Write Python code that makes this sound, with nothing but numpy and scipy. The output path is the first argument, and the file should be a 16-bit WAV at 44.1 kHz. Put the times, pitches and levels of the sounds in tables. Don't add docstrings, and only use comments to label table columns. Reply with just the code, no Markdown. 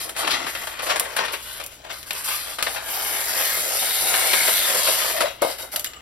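import sys
import numpy as np
from scipy import signal
from scipy.fft import rfft, irfft, next_fast_len
from scipy.io import wavfile
from scipy.ndimage import uniform_filter1d, map_coordinates

SR = 44100
rng = np.random.default_rng(int(sys.argv[2]) if len(sys.argv) > 2 else 0)


def log_audio(samples):
    frames = np.atleast_2d(samples).T
    limited = np.clip(frames, -1, 1)
    pcm = np.round(limited * 32767).astype(np.int16)
    wavfile.write(sys.argv[1], SR, pcm)


N = 265173
T = np.arange(N) / SR
SIZE = next_fast_len(N + SR // 2, True)
FREQ = np.maximum(np.arange(SIZE // 2 + 1) * SR / SIZE, 1)

# (start [s], length [s], flapping [dB], crinkling [dB])
SHEET_BENDS = [(0.0, 0.085, -35.5, -50), (0.147, 0.23, -36.5, -31.5), (0.291, 0.054, -36, -25),
               (0.387, 0.11, -38, -31.5), (0.526, 0.12, -40, -34.5), (0.673, 0.16, -45.5, -37.5),
               (0.816, 0.14, -34, -34), (0.88, 0.032, -31, -21.5), (0.988, 0.072, -36.5, -33),
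               (1.083, 0.11, -39.5, -37.5), (1.171, 0.047, -32, -27), (1.23, 0.021, -49, -30),
               (1.283, 0.055, -38, -33), (1.444, 0.2, -47, -44.5), (1.836, 0.013, -38.5, -39),
               (1.889, 0.034, -37.5, -32), (2.12, 0.41, -46.5, -37.5), (2.592, 0.022, -36, -31.5),
               (2.613, 0.1, -35.5, -33.5), (2.739, 0.045, -38.5, -32), (4.653, 0.12, -30.5, -40),
               (5.154, 0.016, -43, -27), (5.245, 0.02, -29, -27.5), (5.409, 0.099, -34.5, -33.5),
               (5.589, 0.054, -37.5, -58), (5.724, 0.022, -34, -52)]
# (start [s], length [s], hiss [dB])
SHEET_SLIDES = [(-0.02, 0.058, -29.5), (0.17, 0.036, -29), (0.46, 0.25, -38), (0.815, 0.048, -35),
                (1.07, 0.11, -43.5), (1.315, 0.019, -28.5), (1.39, 0.19, -38.5), (1.705, 0.036, -46),
                (1.915, 0.091, -42), (2.056, 0.045, -39.5), (2.14, 0.075, -33.5), (2.232, 0.14, -27.5),
                (2.39, 0.15, -34), (2.63, 0.12, -32.5), (3.44, 0.041, -32), (4.875, 0.016, -24),
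                (5.415, 0.11, -33), (5.575, 0.048, -36), (5.712, 0.024, -32)]
# (time [s], level [dB], treble boost [dB])
SHEET_BUCKLES = [(0.09, -27, 5), (0.163, -22.5, 0.5), (0.244, -17.5, -24), (0.272, -13, -9),
                 (0.307, -21, 4.5), (0.465, -19.5, -8), (0.549, -21, -6), (0.669, -22, -3),
                 (0.79, -20.5, -9), (0.865, -18.5, -7), (0.903, -15.5, -6), (0.958, -16, -2),
                 (1.163, -17, 1), (1.188, -14.5, -23), (1.248, -20, -5), (1.279, -20, -13),
                 (1.334, -17.5, -18), (1.598, -25, -2), (2.106, -23, -27), (2.285, -24, 7),
                 (2.584, -19.5, -6), (2.665, -15.5, -27), (2.76, -23, -14), (4.138, -12, -16),
                 (4.331, -9, -4), (4.475, -14, -3), (4.872, -16, 1), (5.205, -10, -3.5),
                 (5.218, -17.5, -10)]
# (time [s], slicing level [dB], crinkling compared with the slicing [dB])
LONG_CUT = [(2.8, -56, 0), (2.81, -46.5, 8), (2.89, -34, 1), (3.2, -30, 0.5), (3.48, -26.5, -3),
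            (3.72, -29, -1), (4.32, -22.5, -2), (4.83, -25, -3), (4.89, -22.5, -4), (4.96, -25.5, -2),
            (5.02, -26, 1), (5.13, -29.5, 0.5), (5.23, -37.5, 0), (5.37, -59, -6)]
# (time [s], level [dB], treble boost [dB], high ping [dB], ring of the blades [dB])
SCISSOR_CLICKS = [(0.997, -11.5, 0, 6, -48), (1.638, -34.5, 9, -18, -23), (1.663, -29, 4, 6, -35),
                  (2.029, -23.5, -9, -20, -39), (2.107, -9, -13.5, -22, -43), (2.131, -33.5, 10, -18, -16),
                  (2.626, -2.5, -13.5, -9, -46), (5.208, -20, -6, -18, -20), (5.419, -17.5, -2, -18, -33),
                  (5.585, -33, 4, -21, -7.5), (5.760, -9.5, -3.5, -15, -33), (5.795, -17.5, -1, -17, -20),
                  (5.844, -11.5, -5.5, -23, -19.5), (5.861, -20, -7, -18, -14), (5.934, -23, -23, -28, -15)]
# (time [s], level [dB])
ROLL_BUMPS = [(1.002, -30), (4.485, -26), (4.885, -25), (5.42, -16), (5.448, -23.5), (5.491, -34)]

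# (time [s], pitch [Hz], level [dB])
BLADE_SCRAPE_GLIDE = [(3.8, 3754, -36), (4.05, 3900, -35), (4.46, 4020, -42), (4.56, 3780, -26.5),
                      (4.68, 3470, -28), (4.8, 3200, -41), (5.05, 2980, -37)]
TAUT_SHEET_GLIDE = [(3.1, 1980, -62), (3.52, 2108, -34), (3.8, 2000, -48), (4.2, 2240, -35.5),
                    (4.4, 2203, -30.5), (4.66, 2094, -43)]
EDGE_HISS_GLIDE = [(2.84, 12300, -51), (2.92, 12070, -30.5), (3.33, 12400, -41), (3.48, 12840, -28),
                   (3.8, 10300, -40), (4.1, 11400, -31)]
BILLOW_GLIDE = [(0.22, 419, -55), (0.26, 404, -32.5), (0.34, 348.4, -50), (0.46, 313, -42)]
ROLL_SCRAPE_GLIDE = [(0.31, 3850, -20.5), (0.35, 3376, -26)]
CURL_GLIDE = [(3.6, 760, -47), (4.1, 749, -35.5), (4.6, 730, -49), (4.9, 672, -32), (5.08, 700, -41),
              (5.19, 650, -25), (5.25, 593, -25), (5.36, 540, -66)]

# (pitch [Hz], level [dB], time to fade by 60 dB [s])
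OPEN_BLADE_TONES = [(2930, -5, .7), (3822, -2, .9), (5712, -6, .65), (6995, -7, .45), (7620, -2, .4)]
SHUT_BLADE_TONES = [(1202, -7, .8), (2896, 0, .24), (3004, -5, .5), (3500, 7, .05), (7224, -2, .25),
                    (7827, -4, .3)]
ROLL_TONES = [(330, -10.5, 0.089), (483, -5, 0.3), (571, -1, 0.14), (641.5, 1.5, 0.12), (810, -18, 0.23),
              (1090, -22, 0.05), (2150, -8, 0.12)]
# (pitch [Hz], level [dB])
HUM_TONES = [(59.3, -58.5), (120, -64)]

# (frequency [Hz], relative level [dB])
FLAP_COLOUR = [(100, -27.5), (150, -20.5), (280, -12.5), (400, -4), (500, -2.5), (680, 3.5), (1050, -3.5),
               (1500, -9), (3000, -36.5)]
CRINKLE_COLOUR = [(400, -29.5), (900, 0.5), (1400, -1), (2000, 1.5), (2600, -2.5), (3200, -0.5),
                  (4400, -6.5), (8000, -14.5), (15000, -37)]
HISS_COLOUR = [(1500, -27), (4500, 1), (6500, -4.5), (7800, -3), (9300, 2), (12000, 3), (13300, -4),
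               (14500, -8.5), (16000, -26)]
DRUM_COLOUR = [(190, -35.5), (300, -2), (460, 6.5), (650, 0.5), (950, 2.5), (1400, -30.5)]
BUCKLE_COLOUR = [(100, -24), (300, -8), (650, 3.5), (1500, 3.5), (2200, 2), (4000, -1), (6500, -9),
                 (11000, -2.5), (15000, -25)]
CLICK_COLOUR = [(200, -10.5), (800, -6), (2000, 3.5), (3700, 5), (6500, 5), (9000, 6.5), (12000, 11.5),
                (16000, -11)]
THUD_COLOUR = [(40, -26), (80, -6), (125, 5), (200, -14), (600, -36)]
RUMBLE_COLOUR = [(20, -9), (35, -4), (80, -3), (150, -12), (300, -7.5), (1000, -20.5), (16000, -29.5)]

# (frequency [Hz], likeness [0 to 1])
MIC_LIKENESS = [(150, .96), (550, .88), (1050, .75), (1250, .35), (1500, .55), (2200, .65), (2700, .3),
                (5000, .3), (5800, .4), (6400, .97), (7400, .9), (8300, .35), (9200, .8), (10200, .2),
                (12000, .65), (13600, .95)]
# (frequency [Hz], phase lag [rad])
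MIC_LAG = [(100, 0), (400, -.6), (750, -1.6), (1100, -1.5), (1300, -.5), (2500, -.3), (3300, -1.4),
           (4300, -.3), (5000, -1.5), (5800, 0), (6400, 2.9), (6800, 3.4), (7400, 6.28), (8300, 9.4),
           (9200, 12.57)]
# (frequency [Hz], left minus right [dB])
MIC_BALANCE = [(60, 13), (200, 4), (450, 7.5), (1250, 1.5), (2400, 9), (4400, 7), (6500, 2), (9500, 0.5),
               (11800, -2.5), (13500, -1)]


def paper():
    flapping, crinkling, hissing, cut = handling()
    catch = flicker(rate_hz=39)
    flap = colour(tiny_snaps(per_s=800, spread_db=2.5, decay_s=0.0027), FLAP_COLOUR)
    flap *= flapping * undb(1.2 * catch)
    creases = colour(tiny_snaps(per_s=2000, spread_db=2, decay_s=0.0022), CRINKLE_COLOUR)
    creases *= undb(1.03 * catch)
    hiss = colour(tiny_snaps(per_s=1900, spread_db=0, decay_s=0.0053), HISS_COLOUR)
    hiss *= hissing * undb(0.8 * flicker(rate_hz=59))
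    rustle = flap + creases * crinkling + hiss + drumming(cut, catch)
    singing = singing_blades(cut * creases)
    return shifting_bands(floor_echo(rustle)) + undb(-22.5) * singing


def handling():
    bends = np.array(SHEET_BENDS)
    swing = strokes(bends[:, [0, 1, 2]], attack_s=0.015, release_s=0.029)
    bend = strokes(bends[:, [0, 1, 3]], attack_s=0.015, release_s=0.029)
    slide = strokes(SHEET_SLIDES, attack_s=0.014, release_s=0.031)
    cut_db, cut_crinkle_db = over_time(LONG_CUT)
    cut = undb(cut_db) * during(LONG_CUT)
    held_flap, held_crinkle = undb(-54.5), undb(-48.5)
    flap = together(swing, undb(-19) * cut ** 0.62, held_flap)
    crinkle = together(bend, undb(-6) * slide, undb(cut_crinkle_db) * cut, held_crinkle)
    hiss = together(slide, undb(-16) * bend, undb(1.5) * cut)
    return flap, crinkle, hiss, cut


def slicing():
    rasp = unit_rms(undb(3 * flicker(rate_hz=110)))
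    snaps = tiny_snaps(per_s=300, spread_db=4, decay_s=0.0005)
    cut_db, _ = over_time(LONG_CUT)
    fibres = colour(snaps, CLICK_COLOUR) * undb(cut_db - 6) * during(LONG_CUT)
    scrape = glide(BLADE_SCRAPE_GLIDE, width_hz=390)
    taut_sheet = glide(TAUT_SHEET_GLIDE, width_hz=170)
    edge_hiss = glide(EDGE_HISS_GLIDE, width_hz=2300)
    return fibres + rasp * (scrape + taut_sheet + edge_hiss)


def drumming(cut, catch, full_at_db=-29.5):
    drum = colour(tiny_snaps(per_s=400, spread_db=2.5, decay_s=0.0085), DRUM_COLOUR)
    strength = during(LONG_CUT) * np.minimum(cut / undb(full_at_db), 1)
    return drum * strength * undb(-41.5 + 2 * catch)


def singing_blades(shaking):
    steel = ring(OPEN_BLADE_TONES)
    return filtered(shaking, rfft(steel / np.linalg.norm(steel[0]), SIZE))


def unrolling_and_curling():
    billow = glide(BILLOW_GLIDE, width_hz=140)
    scrape = glide(ROLL_SCRAPE_GLIDE, width_hz=2600)
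    curl = glide(CURL_GLIDE, width_hz=117)
    return billow + scrape + curl


def buckles():
    body, bright = np.zeros((2, 2, N))
    for time_s, db, treble_db in SHEET_BUCKLES:
        snap = undb(db) * burst(decay_s=0.014, rise_s=0.002)
        add(body, time_s, snap)
        add(bright, time_s, snap * (undb(treble_db) - 1))
    uneven = unit_rms(undb(1.8 * flicker(rate_hz=730)))
    return colour((body + treble(bright, corner_hz=5700)) * uneven, BUCKLE_COLOUR)


def scissors(ping_hz=9250, ping_fade_s=0.004, shut_at_s=5.785, choke_s=0.012):
    body, bright, pings, opened, shut = np.zeros((5, 2, N))
    ping = ring([(ping_hz, 0, ping_fade_s)])
    for time_s, db, treble_db, ping_db, ring_db in SCISSOR_CLICKS:
        snap = burst(decay_s=0.0024, rise_s=0.0001)
        tail = undb(-5.5) * burst(decay_s=0.0092, rise_s=0.00091)
        crack = undb(db) * (snap + tail)
        add(body, time_s, crack)
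        add(bright, time_s, crack * (undb(treble_db) - 1))
        add(pings, time_s, undb(db + ping_db) * ping)
        track, tones = (opened, OPEN_BLADE_TONES) if time_s < shut_at_s else (shut, SHUT_BLADE_TONES)
        add(track, time_s, undb(db + ring_db) * ring(tones))
    cracks = colour(body + treble(bright, corner_hz=4800), CLICK_COLOUR)
    choke = np.exp(-np.maximum(T - shut_at_s, 0) / choke_s)
    rattle = unit_rms(undb(5 * flicker(rate_hz=110)))
    return cracks + pings + (opened * choke + shut) * rattle


def cardboard_roll():
    knock, slap = np.zeros((2, 2, N))
    for time_s, db in ROLL_BUMPS:
        add(knock, time_s, undb(db) * ring(ROLL_TONES))
        add(slap, time_s, undb(db + 1.5) * burst(decay_s=0.017, rise_s=0.0004))
    thud = undb(-29) * colour(slap, THUD_COLOUR)
    paper_slap = undb(1.5) * colour(slap, FLAP_COLOUR) + undb(-11.5) * colour(slap, BUCKLE_COLOUR)
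    return treble(knock, corner_hz=323) + thud + paper_slap


def shifting_bands(sound, rate_hz=11, depth_db=1.54, count=12):
    place = np.interp(FREQ ** 0.5, [200 ** 0.5, 15000 ** 0.5], [0, count - 1])
    bands = (filtered(sound, np.maximum(1 - abs(place - k), 0)) for k in range(count))
    return sum(band * undb(depth_db * flicker(rate_hz)) for band in bands)


def floor_echo(sound, echo_db=-11):
    delay_s = 0.0016 + 0.000222 * uniform_filter1d(flicker(rate_hz=3), SR // 8)
    echo = np.array([map_coordinates(row, [(T - delay_s) * SR], order=1) for row in sound])
    return (sound + undb(echo_db) * echo) / together(1, undb(echo_db))


def room_echo(sound, fade_s=0.29, level_db=-7, count=6):
    place = T / T[-1] * (count - 1)
    echo, t = np.zeros((2, N)), T[:SR // 3]
    for k in range(count):
        tail = rng.standard_normal((2, len(t))) * (1 - np.exp(-t / 0.00024)) * undb(-60 * t / fade_s)
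        near = abs(place - k) < 1
        part = sound[:, near] * np.sqrt(1 - abs(place[near] - k))
        add(echo, T[near][0], signal.fftconvolve(part, tail / np.linalg.norm(tail[0]), axes=1))
    return undb(level_db) * echo


def background():
    hum = sum(undb(db) * np.sqrt(2) * np.sin(2 * np.pi * (hz * T + rng.random())) for hz, db in HUM_TONES)
    air = rng.standard_normal(N) + undb(-15) * rng.standard_normal((2, N))
    return undb(-54) * colour(air, RUMBLE_COLOUR) + hum


def tiny_snaps(per_s, spread_db, decay_s, patches=8, renew_s=0.16):
    span, t = int(renew_s * SR), T[:SR // 60]
    spans, track = N // span + 1, np.zeros((2, N))
    when, patch, size, sign = rng.random((N // 8, 4))[:int(per_s * T[-1])].T
    place = (patch * patches).astype(int) * spans * span + (when * N).astype(int)
    strength = np.sign(sign - 0.5) * undb(spread_db * np.sqrt(3) * (2 * size - 1))
    kicks = np.bincount(place, strength, patches * spans * span).reshape(patches, 1, spans, span)
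    rings = rng.standard_normal((patches, 2, spans, len(t))) * np.exp(-t / decay_s)
    pieces = signal.fftconvolve(kicks, rings, axes=-1).sum(axis=0)
    for k in range(spans):
        add(track, k * span / SR, pieces[:, k])
    return unit_rms(track)


def glide(rows, width_hz):
    hz, db = over_time(rows)
    sway = filtered(rng.standard_normal((2, 2, N)), 1 / (1 + (2 * FREQ / width_hz) ** 2))
    phase = 2 * np.pi * np.cumsum(hz) / SR
    band = unit_rms(sway[0] * np.cos(phase) + sway[1] * np.sin(phase))
    return band * undb(db) * during(rows) ** 2


def ring(tones):
    hz, db, fade_s = np.transpose(tones)[:, :, None]
    t, gain = T[:SR], undb(db)
    waves = gain * np.exp((2j * np.pi * hz - np.log(1000) / fade_s) * t)
    start_turns = np.array([np.zeros(len(hz)), rng.random(len(hz))])
    return (np.exp(2j * np.pi * start_turns) @ waves).imag / np.sqrt(np.sum(gain ** 2) / 2)


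def burst(decay_s, rise_s):
    t = T[:SR // 4]
    return rng.standard_normal((2, len(t))) * np.exp(-t / decay_s) * (1 - np.exp(-t / rise_s))


def strokes(rows, attack_s, release_s):
    power = np.zeros(N)
    for start_s, length_s, db in rows:
        swell = np.clip((T - start_s) / attack_s, 0, 1)
        fade = np.exp(-np.maximum(T - start_s - length_s, 0) / release_s)
        power += (undb(db) * swell * fade) ** 2
    return np.sqrt(power)


def flicker(rate_hz):
    step = int(SR / rate_hz)
    stairs = np.repeat(rng.standard_normal(N // step + 1), step)[:N]
    return unit_rms(uniform_filter1d(stairs, step))


def during(rows, fade_s=0.022):
    return np.clip(1 + np.minimum(T - rows[0][0], rows[-1][0] - T) / fade_s, 0, 1)


def over_time(rows):
    times, *columns = np.transpose(rows)
    return [np.interp(T, times, column) for column in columns]


def over_frequency(points):
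    hz, value = np.transpose(points)
    return np.interp(np.log(FREQ), np.log(hz), value)


def colour(sound, points):
    cepstrum = irfft(np.log(unit_rms(undb(over_frequency(points)))), SIZE)
    cepstrum[1:SIZE // 2] *= 2
    cepstrum[SIZE // 2 + 1:] = 0
    return filtered(sound, np.exp(rfft(cepstrum)))


def treble(sound, corner_hz):
    return filtered(sound, 1 / (1 + (corner_hz / FREQ) ** 6))


def filtered(sound, response):
    return irfft(rfft(sound, SIZE) * response, SIZE)[..., :N]


def add(track, time_s, sound):
    start = max(int(time_s * SR), 0)
    track[:, start:start + sound.shape[1]] += sound[:, :N - start]


def together(*strengths):
    return np.sqrt(sum(strength ** 2 for strength in strengths))


def undb(db):
    return 10 ** (np.asarray(db) / 20)


def unit_rms(x):
    return x / np.sqrt(np.mean(x ** 2))


def two_microphones(sound):
    shared, apart = rfft(sound, SIZE)
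    likeness = np.clip(over_frequency(MIC_LIKENESS), 0, 1)
    lean = undb(over_frequency(MIC_BALANCE))
    shared *= np.sqrt((1 + likeness) / 2)
    apart *= np.sqrt((1 - likeness) / 2)
    left = (shared + apart) * lean
    right = (shared - apart) * np.exp(-1j * over_frequency(MIC_LAG))
    return irfft(np.array([left, right]) * np.sqrt(2 / (1 + lean ** 2)), SIZE)[:, :N]


def scene():
    sheet = unrolling_and_curling() + paper() + slicing() + buckles() + cardboard_roll()
    steel = scissors()
    echo = room_echo(sheet + undb(-2) * steel)
    return two_microphones(sheet + steel + echo) + background()


def record(dry, top_hz=15900):
    low_pass = signal.ellip(8, 0.2, 70, top_hz, fs=SR, output="sos")
    return signal.sosfilt(low_pass, np.clip(dry, -1, 1))


dry = scene()
out = record(dry)
log_audio(out)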